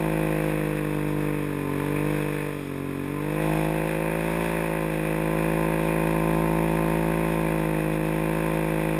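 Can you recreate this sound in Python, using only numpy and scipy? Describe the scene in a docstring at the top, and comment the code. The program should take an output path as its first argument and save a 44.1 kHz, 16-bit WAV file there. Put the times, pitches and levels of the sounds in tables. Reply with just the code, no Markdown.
"""Snowy forest trail: a tracked quad bike ploughs along, with the microphone close by on the rider's helmet.
Its twin engine fires in uneven pairs of pipe beats; the note sags as the throttle eases and hardens as it
pulls again. Bursts of casing modes make the valve clatter, resonant sheet metal buzzes, and coloured noise
makes the gas rush, the track roar and the thrown snow. Coarse sampling in the recorder adds a fizzy top."""
import sys
import numpy as np
from scipy import signal
from scipy.fft import rfft, irfft, next_fast_len
from scipy.io import wavfile

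SR = 44100
rng = np.random.default_rng(int(sys.argv[2]) if len(sys.argv) > 2 else 0)


def unload_wav(signal):
    """Save mono or channel-first audio to the path in sys.argv[1] as 16-bit WAV at rate SR, clipped to [-1, 1]."""
    wavfile.write(
        sys.argv[1],
        SR,
        np.round(np.clip(np.atleast_2d(signal).T, -1, 1) * 32767).astype(np.int16),
    )


N = 396459
TIME = np.arange(N) / SR


def gain_of(db):
    """Decibels to amplitude."""
    return 10 ** (np.asarray(db) / 20)


def evened(x):
    """Scales to rms 1."""
    return x / np.sqrt(np.mean(x ** 2) + 1e-20)


def follow(rows, t, column=1):
    """One column of a control curve at the times t."""
    rows = np.asarray(rows)
    return np.interp(t, rows[:, 0], rows[:, column])


def read(points, hz):
    """A spectrum in dB, interpolated on a log-frequency axis."""
    f, value = np.transpose(points)
    return np.interp(np.log(hz + 1), np.log(f), value)


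def coloured(x, points):
    """Gives x a spectrum, at rms 1."""
    size = next_fast_len(len(x) + 2048)
    gain = gain_of(read(points, np.fft.rfftfreq(size, 1 / SR)))
    return evened(irfft(rfft(x, size) * gain, size)[:len(x)])


def resonated(x, hz, sharpness):
    """Rings one mode."""
    b, a = signal.iirpeak(hz, sharpness, SR)
    return signal.lfilter(b, a, x)


def decay(t, t60):
    """Exponential fall of 60 dB in t60 seconds."""
    return np.exp(-np.log(1000) * t / t60)


def causal(db):
    """Complex log gain of the quickest causal (minimum-phase) filter with these dB values."""
    cepstrum = irfft(db * np.log(10) / 20)
    half = len(cepstrum) // 2
    fold = np.r_[1, np.full(half - 1, 2), 1, np.zeros(half - 1)]
    return rfft(cepstrum * fold)


def train(times, spectra):
    """Sounds one short spectrum at each time, placed to a fraction of a sample."""
    size = 2 * (spectra.shape[1] - 1)
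    start, late = np.divmod(np.maximum(times, 0) * SR, 1)
    delay = np.exp(-2j * np.pi * late[:, None] * np.fft.rfftfreq(size))
    fade_out = np.r_[np.ones(size // 2), np.hanning(size)[size // 2:]]
    pulses = irfft(spectra * delay) * fade_out
    out = np.zeros(N + 2 * size)
    for at, pulse in zip(start.astype(int), pulses):
        out[at:at + size] += pulse
    return out[:N]


def when(cycles, place):
    """The times at which the engine passes a place in its cycle."""
    return np.interp(np.arange(int(cycles[-1]) + 1) + place, cycles, TIME, right=N / SR)


def swells(rows):
    """One rounded arch of extra dB for each row."""
    return sum(db * np.maximum(1 - (2 * (TIME - middle) / length) ** 2, 0) for middle, length, db in rows)


def wander(rate_hz):
    """Slow chance of rms 1, taking a new random value rate_hz times a second."""
    steps = rng.standard_normal(1000)
    return evened(np.interp(TIME * rate_hz, np.arange(len(steps)), steps))


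# Engine speed before its slight waver; one cycle is two turns of the crank: (time [s], speed [cycles/s])
ENGINE_SPEED = [(0.0, 53.52), (0.91, 50.57), (1.32, 50.17), (1.7, 47.2), (2.11, 50.49), (2.51, 49.17),
                (2.71, 46.5), (3.03, 46.68), (3.42, 52.52), (3.98, 53.45), (4.44, 55.88), (4.96, 53.01),
                (5.5, 54.0), (7.28, 54.7), (7.85, 52.62), (8.38, 53.94), (8.99, 53.24)]
# The rider's throttle, in relative levels; load is the hardness of the beat:
# (time [s], exhaust level [dB], load [dB], hollow honk [dB])
THROTTLE_RIDE = [(0.0, -26, -9, -11.5), (0.12, -26, -10.5, -9), (0.4, -26.5, -10.5, -6),
                 (0.8, -27.5, -15.5, -8), (1.18, -26, -15.5, -12), (1.25, -26, -16.5, -8),
                 (1.55, -29, -19.5, -9.5), (2.1, -25, -14.5, -9), (2.5, -32, -13.5, -3.5),
                 (2.65, -33, -22, -11), (2.75, -31.5, -15.5, -10.5), (3.03, -30, -23, -13),
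                 (3.41, -27, -9.5, -6.5), (3.5, -24.5, -7, -15), (3.93, -29.5, -8.5, -3),
                 (4.38, -27.5, -9.5, -9), (4.68, -29, -7.5, -5), (4.9, -28.5, -11, -7),
                 (5.46, -25.5, -10.5, -8), (5.83, -26, -9.5, -6.5), (6.38, -24, -9, -12),
                 (8.01, -26.5, -11, -8.5), (8.86, -26.5, -10, -8), (8.99, -26, -12, -9)]
CRUISE_HZ, CRUISE_DB, CRUISE_HONK_DB = 54, -26, -9


def driven(law):
    """Level in dB of a part that follows engine speed, throttle and honk."""
    cruise_db, per_hz, per_level, per_honk = law
    extra_hz = follow(ENGINE_SPEED, TIME) - CRUISE_HZ
    extra_level_db = follow(THROTTLE_RIDE, TIME) - CRUISE_DB
    extra_honk_db = follow(THROTTLE_RIDE, TIME, column=3) - CRUISE_HONK_DB
    return cruise_db + per_hz * extra_hz + per_level * extra_level_db + per_honk * extra_honk_db


# Mid-pitched roar of the tracks rolling over snow, relative: (frequency [Hz], level [dB])
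ROAR_SPECTRUM = [(15, -43), (35, -28), (80, -16), (150, -18), (320, -19), (500, 9), (750, 4.5),
                 (1300, 10.5), (3000, -24)]
# Snow thrown off the tracks, relative: (frequency [Hz], level [dB])
SNOW_SPECTRUM = [(1000, -7.5), (2500, -2), (3000, 0), (3450, 5.5), (3900, -1), (4400, -13), (5200, -2),
                 (6000, -16.5)]
# Loudness of the spray before its trim:
# (cruise level [dB], per engine speed [dB/Hz], per exhaust level [dB/dB], per honk [dB/dB])
SPRAY_LOUDNESS = (-51, 0.43, 0.03, 0.15)
# Deeper snow, where the tracks throw more and the engine strains: (middle [s], length [s], extra level [dB])
DEEP_SNOW = [(2.1, 0.74, 2), (3.55, 0.33, 5), (4.38, 0.54, 2.2)]


def tracks(roar_db=-49, snow_db=1.17, clumps_db=1.03):
    """A steady mid-pitched roar, and a spray of snow grains over a soft wash, thrown in uneven clumps."""
    landing = rng.random(N) < 2500 / SR  # about 2500 grains a second
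    grains = landing * rng.standard_normal(N)
    weight_db = 2 * np.minimum(rng.exponential(1, N), 3)
    grains = grains * gain_of(weight_db)
    wash = 2.2 * rng.standard_normal(N)
    spray = coloured(evened(grains) + wash, SNOW_SPECTRUM)
    thrown_db = snow_db + driven(SPRAY_LOUDNESS) + swells(DEEP_SNOW) + clumps_db * wander(rate_hz=18)
    roar = coloured(rng.standard_normal(N), ROAR_SPECTRUM)
    return gain_of(roar_db) * roar + gain_of(thrown_db) * spray


# What the engine casing radiates, which also colours the rattles; relative: (frequency [Hz], level [dB])
CASING_SPECTRUM = [(40, -10), (110, -6.5), (500, 3.5), (850, -7.5), (1100, -4), (1300, -11), (1470, -5),
                   (1610, -1.5), (1800, -1.5), (2050, -1), (2520, 2.5), (2700, -5.5), (2970, -18.5),
                   (3420, -19), (4200, -24.5), (6000, -40.5)]
# Rattles of the chassis over bumps: (time [s], level [dB], pitch [Hz], time to fall 60 dB [s])
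BUMP_RATTLES = [(1.802, -32, 1400, 0.028), (1.957, -33, 2200, 0.11), (6.629, -32, 900, 0.024)]


def knocks(sharpness=3.3):
    """Short, dull rattles of loose parts: broadly resonant noise that dies away."""
    out = np.zeros(N)
    for start, db, hz, t60 in BUMP_RATTLES:
        rattle = evened(resonated(coloured(rng.standard_normal(N), CASING_SPECTRUM), hz, sharpness))
        out += gain_of(db) * rattle * (TIME >= start) * decay(abs(TIME - start), t60)
    return out


# Ringing modes of sheet metal on the exhaust, relative: (frequency [Hz], width [Hz], level [dB])
SHEET_MODES = [(901, 32, -4.5), (1023.7, 24, 2)]
# Loudness of the singing metal before its trim:
# (cruise level [dB], per engine speed [dB/Hz], per exhaust level [dB/dB], per honk [dB/dB])
SINGING_LOUDNESS = (-35, 0.85, 0.8, .05)
# Harder buzzing as the engine labours up from low speed: (middle [s], length [s], extra level [dB])
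LABOURING_BUZZ = [(1.76, 0.56, 8.5), (3.2, 1.0, 4)]


def shield(cycles, level_db=-6, loose=1.0):
    """Sheet metal, shaken once a cycle and by noise, sings as an engine order sweeps through a mode."""
    kicks = np.diff(np.floor(cycles), prepend=np.floor(cycles[0]))
    shake = evened(kicks) + loose * rng.standard_normal(N)
    ring = sum(gain_of(db) * resonated(shake, hz, hz / width) for hz, width, db in SHEET_MODES)
    return gain_of(level_db + driven(SINGING_LOUDNESS) + swells(LABOURING_BUZZ)) * evened(ring)


def puffs(cycles, rear_place, length, rear_db, steady):
    """A gate that opens at each firing and dies away within a share of the cycle, over a steady part."""
    front = np.exp(-(cycles % 1) / length)
    rear = gain_of(rear_db) * np.exp(-((cycles - rear_place) % 1) / length)
    return steady + front + rear


# Gas rushing out with each beat, relative: (frequency [Hz], level [dB])
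GAS_SPECTRUM = [(100, -40), (350, -1), (600, -14), (950, 10), (1200, -30), (2000, 1), (5000, -46)]


def gas(cycles, rear_place, level_db=-12):
    """Turbulence behind each beat: gated noise, stronger under load."""
    gate = puffs(cycles, rear_place, length=0.14, rear_db=-19, steady=0.48)
    rush = coloured(rng.standard_normal(N) * gate, GAS_SPECTRUM)
    push_db, load_db = follow(THROTTLE_RIDE, TIME), follow(THROTTLE_RIDE, TIME, column=2)
    return rush * gain_of(level_db + push_db + load_db)


# Blows of combustion and valve gear, relative: (place in the cycle [0-1], level [dB])
ENGINE_BLOWS = [(0.051, -6.5), (0.142, -0.5), (.25, -3.5), (.36, -4.5), (.5, -21), (0.699, -1.5)]


def valve_gear(cycles, ring_t60, scatter_db, jitter_s, size=1024):
    """Each blow comes once a cycle and rings its own dense set of casing modes."""
    t, out = np.arange(size) / SR, np.zeros(N)
    for place, db in ENGINE_BLOWS:
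        ring = rfft(rng.standard_normal(size) * decay(t, ring_t60))
        times = when(cycles, place)
        strength, lateness = rng.standard_normal((len(times), 2)).T
        height = gain_of(db + scatter_db * strength)
        out += train(times + jitter_s * lateness, height[:, None] * ring)
    return out


# Loudness of the clatter before its trims:
# (cruise level [dB], per engine speed [dB/Hz], per exhaust level [dB/dB], per honk [dB/dB])
CLATTER_LOUDNESS = (-35, 0.41, 0.52, 0.56)


def casing(cycles, rear_place, blows_db=-2.0, rasp_db=-4.5, uneven_db=.5, strain=.6):
    """Regular blows and the rasp of combustion, both radiated by the casing; deep snow makes them louder."""
    rasp = rng.standard_normal(N) * puffs(cycles, rear_place, length=0.2, rear_db=-8, steady=1.0)
    blows = valve_gear(cycles, ring_t60=.022, scatter_db=1.5, jitter_s=.00002)
    sound = gain_of(blows_db) * coloured(blows, CASING_SPECTRUM)
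    sound += gain_of(rasp_db) * coloured(rasp, CASING_SPECTRUM)
    level_db = driven(CLATTER_LOUDNESS) + strain * swells(DEEP_SNOW) + uneven_db * wander(rate_hz=16)
    return sound * gain_of(level_db)


# One beat of the front cylinder after pipe and silencer, cruising, relative: (frequency [Hz], level [dB])
FRONT_BEAT = [(25, -53), (50, -3.5), (100, -3.5), (155, -7), (215, -4.5), (315, -5), (400, -6), (520, -9.5),
              (680, -12), (800, -24), (920, -17), (1040, -26), (1160, -35), (1500, -52.5), (3000, -74.5)]
# The same for the rear cylinder: (frequency [Hz], level [dB])
REAR_BEAT = [(25, -51.5), (50, -3), (100, -9.5), (155, 3), (215, -5), (315, 1), (400, -5.5), (520, -6.5),
             (680, -16), (800, -19.5), (920, -11.5), (1040, -20.5), (1160, -32), (1500, -51.5),
             (3000, -73.5)]
# Load deepens and steepens the beat: (frequency [Hz], gain per load [dB/dB])
LOAD_STEEPENING = [(100, 0), (150, .25), (235, -.35), (320, 0), (450, .1), (650, .9), (850, 1.5),
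                   (1100, .4), (1500, .1)]
# Where the honk sits: (frequency [Hz], gain per honk [dB/dB])
HONK_SPECTRUM = [(330, 0), (450, .6), (530, .8), (700, 0)]


def exhaust(cycles, rear_place, level_db=-5, usual_honk_db=-8.5, hardness_scatter_db=0.2,
            jitter_s=.00003, size=4096):
    """Two beats a cycle ring their pipes, steeper under load and more uneven when the throttle eases."""
    hz, out = np.fft.rfftfreq(size, 1 / SR), np.zeros(N)
    cruise_load_db, scatter_db, scatter_per_eased_db = -11, .35, .06
    steepen, honk = causal(read(LOAD_STEEPENING, hz)), causal(read(HONK_SPECTRUM, hz))
    for pipe, place in (FRONT_BEAT, 0), (REAR_BEAT, rear_place):
        t = when(cycles, place)
        strength, hardness, lateness = rng.standard_normal((len(t), 3)).T
        push_db = follow(THROTTLE_RIDE, t)
        eased_db = np.maximum(np.median(push_db) - push_db, 0)
        beat_db = push_db + level_db + strength * (scatter_db + scatter_per_eased_db * eased_db)
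        load_db = follow(THROTTLE_RIDE, t, column=2) - cruise_load_db + hardness_scatter_db * hardness
        honk_db = follow(THROTTLE_RIDE, t, column=3) - usual_honk_db
        shape = np.exp(causal(read(pipe, hz)) + load_db[:, None] * steepen + honk_db[:, None] * honk)
        # closer beats are made smaller, so that harmonics keep their level at any speed
        height = gain_of(beat_db) * SR / (2 * follow(ENGINE_SPEED, t))
        out -= train(t + jitter_s * lateness, height[:, None] * shape)
    return out


# The rear beat follows the front one by a share of the cycle, and comes later at low speed
REAR_PLACE, LAG_PER_HZ = .304, .0042


def scene(waver_hz=0.057):
    """One slightly wavering crank drives every part of the engine; tracks and rattles join it."""
    crank_hz = follow(ENGINE_SPEED, TIME) + waver_hz * wander(rate_hz=12)
    cycles = np.cumsum(crank_hz) / SR - .2
    rear_beats = REAR_PLACE + LAG_PER_HZ * (CRUISE_HZ - follow(ENGINE_SPEED, when(cycles, 0)))
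    engine = exhaust(cycles, rear_beats) + gas(cycles, REAR_PLACE)
    engine += casing(cycles, REAR_PLACE) + shield(cycles)
    return (engine + tracks() + knocks())[None]


HOLD_HZ, EDGE_HZ = 12000, 14950  # the recorder's low sampling rate, and its upper band limit


def record(dry):
    """Holding samples at a low rate mirrors the sound on both sides of that rate; then the band limit."""
    hz = np.fft.rfftfreq(N, 1 / SR)
    narrow = signal.oaconvolve(dry, signal.firwin(101, HOLD_HZ / 2, fs=SR)[None], "same")
    mirrored = narrow * (1 + 2 * np.cos(2 * np.pi * HOLD_HZ * TIME))
    held = irfft(rfft(mirrored) * np.sinc(hz / HOLD_HZ), N)
    band_limit = signal.firwin(511, EDGE_HZ, window=("kaiser", 9), fs=SR)
    return signal.oaconvolve(held, band_limit[None], "same")


dry = scene()
out = record(dry)
unload_wav(out)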